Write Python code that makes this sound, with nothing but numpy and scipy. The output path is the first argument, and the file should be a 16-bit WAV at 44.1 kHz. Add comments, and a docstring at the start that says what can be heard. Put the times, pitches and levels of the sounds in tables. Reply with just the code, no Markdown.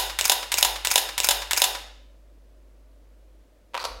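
"""Crisp clacks, three a second, ring through a reverberant room: a reflex camera is already mid-burst.
In each frame the mirror is released and hits its stop, the shutter curtains zing and stop, the mirror
slaps back and rattles, and a latch ticks; the body rings and the tripod sways with a low throb.
After a pause with only mains hum and faint air, a lens knocks onto the mount, scrapes round and seats.
Every click is a burst of micro-impacts, coloured by the part that is hit."""
import sys
import numpy as np
from scipy import signal
from scipy.fft import rfft, irfft, next_fast_len
from scipy.io import wavfile
from scipy.ndimage import uniform_filter1d, minimum_filter1d

SR = 44100
rng = np.random.default_rng(int(sys.argv[2]) if len(sys.argv) > 2 else 0)


def inscribe(sig):
    """Save sig as 16-bit PCM at rate SR to the path in sys.argv[1].

    A 1-D sig is mono; a 2-D sig holds one channel per row.
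    Samples are clipped to [-1, 1] before scaling.
    """
    pcm = np.round(np.clip(np.atleast_2d(sig).T, -1, 1) * 32767)
    wavfile.write(sys.argv[1], SR, pcm.astype(np.int16))


N = 176400


def amp(db):
    """Decibels to gain."""
    return 10 ** (np.asarray(db) / 20)


def unit(x):
    """Scale to rms 1."""
    return x / np.sqrt(np.mean(x ** 2) + 1e-20)


def along(points, hz):
    """Read a curve of (frequency, value) points on a log axis."""
    f, v = np.transpose(points)
    return np.interp(np.log(hz + 1), np.log(f + 1), v)


def add(track, s, sound):
    """Mix a sound into the track at s seconds."""
    start = round(s * SR)
    sound = sound[max(-start, 0):max(len(track) - start, 0)]
    track[max(start, 0):][:len(sound)] += sound


def noise(size=8192):
    """White noise."""
    return rng.standard_normal(size)


def coloured(x, eq):
    """Shape a signal with an EQ curve, at rms 1."""
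    hz = np.fft.rfftfreq(len(x), 1 / SR)
    return unit(irfft(rfft(x) * amp(along(eq, hz)), len(x)))


def swell(t, attack, t60):
    """Envelope: rounded attack, exponential decay."""
    return (1 - np.exp(-t / max(attack, 1e-5))) * amp(-60 * t / t60)


def contact(grain, eq, db, attack, t60):
    """One hit: a burst of micro-impacts rings with the colour of its part; db sets its energy."""
    n = len(grain)
    burst = rfft(grain * swell(np.arange(n) / SR, attack, t60))
    hz = np.fft.rfftfreq(n, 1 / SR)
    grain_colour = np.sqrt(abs(uniform_filter1d(abs(burst) ** 2, size=36)) + 1e-12)
    low_cut = (hz + 1) / (hz + 150)
    gain = amp(along(eq, hz)) * low_cut / grain_colour
    # minimum phase keeps the attack sharp: all ringing follows the hit
    cepstrum = irfft(np.log(gain + 1e-9))
    cepstrum[1:n // 2] *= 2
    cepstrum[n // 2 + 1:] = 0
    hit = irfft(burst * np.exp(rfft(cepstrum)))
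    return amp(db) * np.sqrt(SR / n) * unit(hit)


def ringing(x, modes):
    """A blow as it leaves a solid part: the blow itself plus the part's ringing modes."""
    t = np.arange(SR // 2) / SR
    ring = np.zeros(len(t))
    for hz, db, t60 in modes:
        scale = 2 * np.log(1000) / (t60 * SR)  # puts the resonant peak at db
        ring += scale * amp(db - 60 * t / t60) * np.cos(2 * np.pi * hz * t)
    return x + signal.fftconvolve(x, ring)[:len(x)]


# reverb decay: f/Hz, t60/s
REVERB_DECAY = [(300, 0.72), (800, 0.57), (2000, 0.61), (3200, 0.64), (4200, 0.59), (6000, 0.57),
                (14000, 0.32)]
# reverb colour: f/Hz, level/dB
REVERB_EQ = [(250, 4.5), (800, 2.5), (1800, 4), (3100, -3.5), (3700, -2), (4400, 0), (7000, -5),
             (14000, 3.5)]
def room(x, wet_db):
    """A diffuse tail that blooms in about 10 ms and loses its treble first."""
    hz, t, spectra = signal.stft(noise(SR), SR, nperseg=256)
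    tail_db = along(REVERB_EQ, hz)[:, None] - 60 * t / along(REVERB_DECAY, hz)[:, None]
    tail = signal.istft(spectra * amp(tail_db), SR, nperseg=256)[1]
    tail *= 1 - np.exp(-(np.arange(len(tail)) / SR / .01) ** 2)
    return amp(wet_db) * signal.fftconvolve(x, tail / np.linalg.norm(tail))[:len(x)]


# frame cues, each at the mirror's slap: t/s, lever knock level/dB
FRAME_CUES = [(-.0335, -47.5), (0.2968, -45.5), (0.6271, -48), (0.9574, -50), (1.2878, -52),
              (1.6186, -45.5)]
PREROLL_S = 1
def every_frame(hits, eq, vary=.65):
    """Repeat a part's hits, timed from each cue; vary mixes fresh grain into each repeat."""
    track = np.zeros(PREROLL_S * SR + N)
    for offset, db, attack, t60 in hits:
        grain = noise()
        for s, _ in FRAME_CUES:
            add(track, PREROLL_S + s + offset, contact(grain + vary * noise(), eq, db, attack, t60))
    return track


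# midrange knock of the lever: f/Hz, level/dB
LEVER_EQ = [(250, -35.5), (900, -14), (1500, -1), (2200, 2), (2700, -14), (15000, -35.5)]
def lever_knock():
    """The release lever knocks 109 ms ahead of each slap, its weight changing from frame to frame."""
    track = np.zeros(PREROLL_S * SR + N)
    for s, db in FRAME_CUES:
        add(track, PREROLL_S + s - .109, contact(noise(), LEVER_EQ, db, attack=.0016, t60=.051))
    return track


# release clicks: t/s, level/dB, attack/s, t60/s
RELEASE_HITS = [(-.109, -42.5, 0.0011, .016), (-.104, -45.5, 0.0011, 0.049)]
# their bright colour: f/Hz, level/dB
RELEASE_EQ = [(150, -39), (280, -19), (700, -14), (950, 2), (1200, -11.5), (1500, -5), (2400, -5.5),
              (3600, 1.5), (4170, -4), (6000, -6.5), (8300, -4), (9560, -9), (11400, -7.5), (15500, -15.5)]
def mirror_release():
    """The mirror is let go with a double click."""
    return every_frame(RELEASE_HITS, RELEASE_EQ, vary=1.5)


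# mirror on its upper stop: t/s, level/dB, attack/s, t60/s
LIFT_HITS = [(-.0857, -40.5, 0.00017, 0.0062), (-.083, -48, 0.0012, 0.086)]
# its metallic colour: f/Hz, level/dB
LIFT_EQ = [(200, -31), (350, -9), (700, -4), (980, -6), (1300, -16), (2210, -11), (2850, 4), (3190, -9.5),
           (3650, 2.5), (4350, -7.5), (5420, -2), (6100, -11), (6850, 1), (7200, -8), (7700, 1.5),
           (8700, -11), (15500, -15.5)]
def mirror_lift():
    """The rising mirror hits its stop: a hard snap with a softer tail."""
    return every_frame(LIFT_HITS, LIFT_EQ)


# curtain zing, shutter clack, curtain stop: t/s, level/dB, attack/s, t60/s
ZING_HITS = [(-.0545, -48.5, 0.0008, .018), (-.0490, -46.5, 0.0012, .016), (-.027, -50.5, .003, .03)]
CLACK_HITS = [(-.0442, -39, .0012, 0.024), (-.0395, -45, .001, 0.022), (-.036, -53.5, .004, .08)]
STOP_HITS = [(-.0172, -46.5, .0012, .009)]
# their colours, peaky, full and thin: f/Hz, level/dB
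ZING_EQ = [(300, -31.5), (1900, -11.5), (2400, 5), (3100, -8.5), (4400, -12.5), (5800, -9.5), (6350, 2.5),
           (7800, -13.5), (8600, -0.5), (9500, -17.5), (15500, -13)]
CLACK_EQ = [(150, -25), (736, -8), (948, -3), (1170, -12), (1450, -2.5), (1700, -9.5), (2450, -9.5),
            (3160, -11), (3910, -7.5), (4220, -12.5), (5030, 0), (5990, -8), (6700, -2.5), (9180, -14),
            (10500, -6), (15500, -15.5)]
STOP_EQ = [(400, -26.5), (2400, 1), (2900, -13.5), (7600, -13), (8900, 3.5), (9800, -7), (15500, -6.5)]
def shutter():
    """The curtains zing across around the shutter's clack, then stop with a tick."""
    zing = every_frame(ZING_HITS, ZING_EQ)
    clack = every_frame(CLACK_HITS, CLACK_EQ)
    return zing + clack + every_frame(STOP_HITS, STOP_EQ)


# the mirror's slap and rattle: t/s, level/dB, attack/s, t60/s
SLAP_HITS = [(0, -29.5, .001, .007), (.005, -42, 0.0015, 0.02)]
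RATTLE_HITS = [(.020, -38, .002, 0.026), (.0232, -42.5, .001, 0.014), (.031, -49, .001, .03)]
# their hard, bright colours: f/Hz, level/dB
SLAP_EQ = [(120, -41.5), (290, -27.5), (380, -14), (550, -7), (980, -4), (1120, -19), (1600, -12.5),
           (2000, -14.5), (2850, -2.5), (3250, -4.5), (3680, 1), (4500, -11), (5200, -3), (6000, -12),
           (6700, -3), (7600, -12.5), (11000, -9), (15500, -17.5)]
RATTLE_EQ = [(170, -43.5), (330, -17), (560, -9), (970, -0.5), (1080, -13), (1500, -6.5), (2400, -15.5),
             (2910, 0), (3190, -7.5), (3600, 0), (4000, -9), (5040, -6), (5940, -11), (6850, -5),
             (7830, -8), (13800, -13.5), (15500, -20.5)]
def mirror_return():
    """The mirror slaps back, the main accent of each frame, and rattles to rest."""
    return every_frame(SLAP_HITS, SLAP_EQ) + every_frame(RATTLE_HITS, RATTLE_EQ)


# latch tick: t/s, level/dB, attack/s, t60/s
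LATCH_HITS = [(.130, -50, 0.0027, .045)]
# its broad midrange: f/Hz, level/dB
LATCH_EQ = [(250, -17.5), (600, -16.5), (1000, 2), (1300, -1), (4000, -2.5), (15000, -20.5)]
def latch():
    """A latch closes each frame with a soft tick."""
    return every_frame(LATCH_HITS, LATCH_EQ, vary=1.5)


# ring of the body and its springs: f/Hz, level/dB, t60/s
BODY_MODES = [(564, -4, .2), (762, -2, .24), (797, -9, .22), (980, -2.5, .24), (2966, -6, .16),
              (3004, -8, 1.3), (3400, -7, .2), (3807, -11, .2), (5120, -11, .09), (6920, -7, .11)]
def camera():
    """All the hits ring through the body into the room; cutting the pre-roll opens mid-burst."""
    hits = mirror_release() + mirror_lift() + shutter() + mirror_return() + latch() + lever_knock()
    direct = ringing(hits, BODY_MODES)
    return (direct + room(direct, wet_db=-8))[PREROLL_S * SR:]


def tripod():
    """The mirror's lift and slap, and the push of the hand, set the stand swaying."""
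    track, t = np.zeros(N), np.arange(SR) / SR

    def sway(hz, db, attack, t60):
        return amp(db) * swell(t, attack, t60) * np.sin(2 * np.pi * hz * t)

    for s, _ in FRAME_CUES:
        add(track, s - .086, sway(hz=80, db=-42.5, attack=.025, t60=.28))  # lift
        add(track, s + .013, sway(hz=49, db=-29.5, attack=.15, t60=.8))  # slap
    add(track, 3.89, sway(hz=47, db=-35.5, attack=.012, t60=.7))  # hand
    return track


# dark bed of room air: f/Hz, level/dB
AIR_EQ = [(20, -4), (100, -1.5), (160, -10), (300, 0), (400, -7), (590, -1.5), (760, -13.5), (2000, -20),
          (15500, -32)]
HUM_HZ, HUM_DB, HUM_DROP_S, HUM_DROP_DB, AIR_DB = 50, -51.5, 3.43, -6.5, -62
def hum_and_air():
    """Faint room air and a mains hum that steps down before the lens arrives."""
    t = np.arange(N) / SR
    drop = np.clip((t - HUM_DROP_S) / .0045, 0, 1)
    hum = amp(HUM_DB + HUM_DROP_DB * drop) * np.sqrt(2) * np.sin(2 * np.pi * HUM_HZ * t)
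    return hum + amp(AIR_DB) * coloured(noise(N), AIR_EQ)


# the bayonet knocks, catches and seats: t/s, level/dB, attack/s, t60/s
KNOCK_HITS = [(3.735, -68, .0005, 0.05), (3.7437, -52.5, 0.0002, 0.013), (3.7496, -49.5, 0.00014, 0.035),
              (3.7657, -56.5, 0.0003, 0.018)]
CATCH_HITS = [(3.7759, -50.5, 0.00017, 0.022)]
SEAT_HITS = [(3.8408, -53, 0.00017, .022), (3.8475, -49.5, .002, 0.056), (3.8523, -50, 0.00042, 0.011)]
# their hollow colours: f/Hz, level/dB
KNOCK_EQ = [(150, -53), (250, -14), (398, -15.5), (516, -2.5), (705, -6), (961, 0), (1300, -6.5),
            (1850, -9), (3110, -7.5), (4470, -19), (10800, -32), (15500, -40)]
CATCH_EQ = [(250, -23), (1000, 5), (1400, -2), (1950, -25), (2450, 1), (3000, -12), (4200, -5),
            (5400, -14.5), (15500, -32)]
SEAT_EQ = [(150, -36), (280, -14), (540, -3.5), (1000, 1), (1350, -5.5), (1850, -15), (2400, -11),
           (3500, -9), (4320, -5.5), (6200, -13), (9400, -22), (10800, -19.5), (15500, -34)]
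def bayonet_clicks():
    """The lens knocks on the mount, catches and clicks home."""
    track = np.zeros(N)
    for hits, eq in [(KNOCK_HITS, KNOCK_EQ), (CATCH_HITS, CATCH_EQ), (SEAT_HITS, SEAT_EQ)]:
        for s, db, attack, t60 in hits:
            add(track, s, contact(noise(), eq, db, attack, t60))
    return track


# low handling rumble: f/Hz, level/dB
HAND_EQ = [(20, -14), (65, 0), (120, -15), (600, -70)]
def hand_rumble():
    """The hand rumbles on the body, fading in from the lens's first knock."""
    fade_in = np.interp(np.arange(N) / SR, [KNOCK_HITS[0][0], 3.89], [0, 1])
    return amp(-57) * fade_in * coloured(noise(N), HAND_EQ)


# rasp of the mount: f/Hz, level/dB
SCRAPE_EQ = [(150, -40.5), (300, -16), (950, -9), (1550, -1), (1900, -18), (3000, -9), (4600, -4),
             (5600, -12.5), (15500, -30)]
SCRAPE_START_S, SCRAPE_END_S, SCRAPE_DB, GRIT_DB = 3.788, 3.836, -37.5, 4
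def bayonet_scrape():
    """The turning lens scrapes in tiny, uneven slips."""
    t = np.arange(N) / SR
    roughness = unit(uniform_filter1d(noise(N), size=50))
    slips = amp(GRIT_DB * roughness) * noise(N)
    turn = np.clip(np.minimum(t - SCRAPE_START_S, SCRAPE_END_S - t) / .01, 0, 1)
    return amp(SCRAPE_DB) * turn * coloured(slips, SCRAPE_EQ)


# short ring of the lens barrel: f/Hz, level/dB, t60/s
BARREL_MODES = [(545, 0, .04), (980, 2, 0.03), (1270, -3, .03), (4680, -9, 0.044)]
def lens():
    """Clicks and scrape ring the barrel and the room, over the rumble of the hand."""
    mount = bayonet_clicks() + bayonet_scrape()
    return ringing(mount, BARREL_MODES) + room(mount, wet_db=-5) + hand_rumble()


def scene():
    """All sources at one close microphone."""
    return (camera() + lens() + tripod() + hum_and_air())[None]


LIMITER_S, TOP_HZ = .001, 16400
def record(dry):
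    """A fast limiter holds peaks to full scale; a steep high cut follows."""
    span = round(LIMITER_S * SR)
    needed_gain = 1 / np.maximum(abs(dry), 1)
    limited = dry * uniform_filter1d(minimum_filter1d(needed_gain, span), span)
    size = next_fast_len(N + SR // 2)
    edge = np.clip((TOP_HZ - np.fft.rfftfreq(size, 1 / SR)) / 700, 0, 1)  # 700 Hz wide
    high_cut = np.sin(np.pi / 2 * edge) ** 2
    return irfft(rfft(limited, size) * high_cut, size)[..., :N]


dry = scene()
out = record(dry)
inscribe(out)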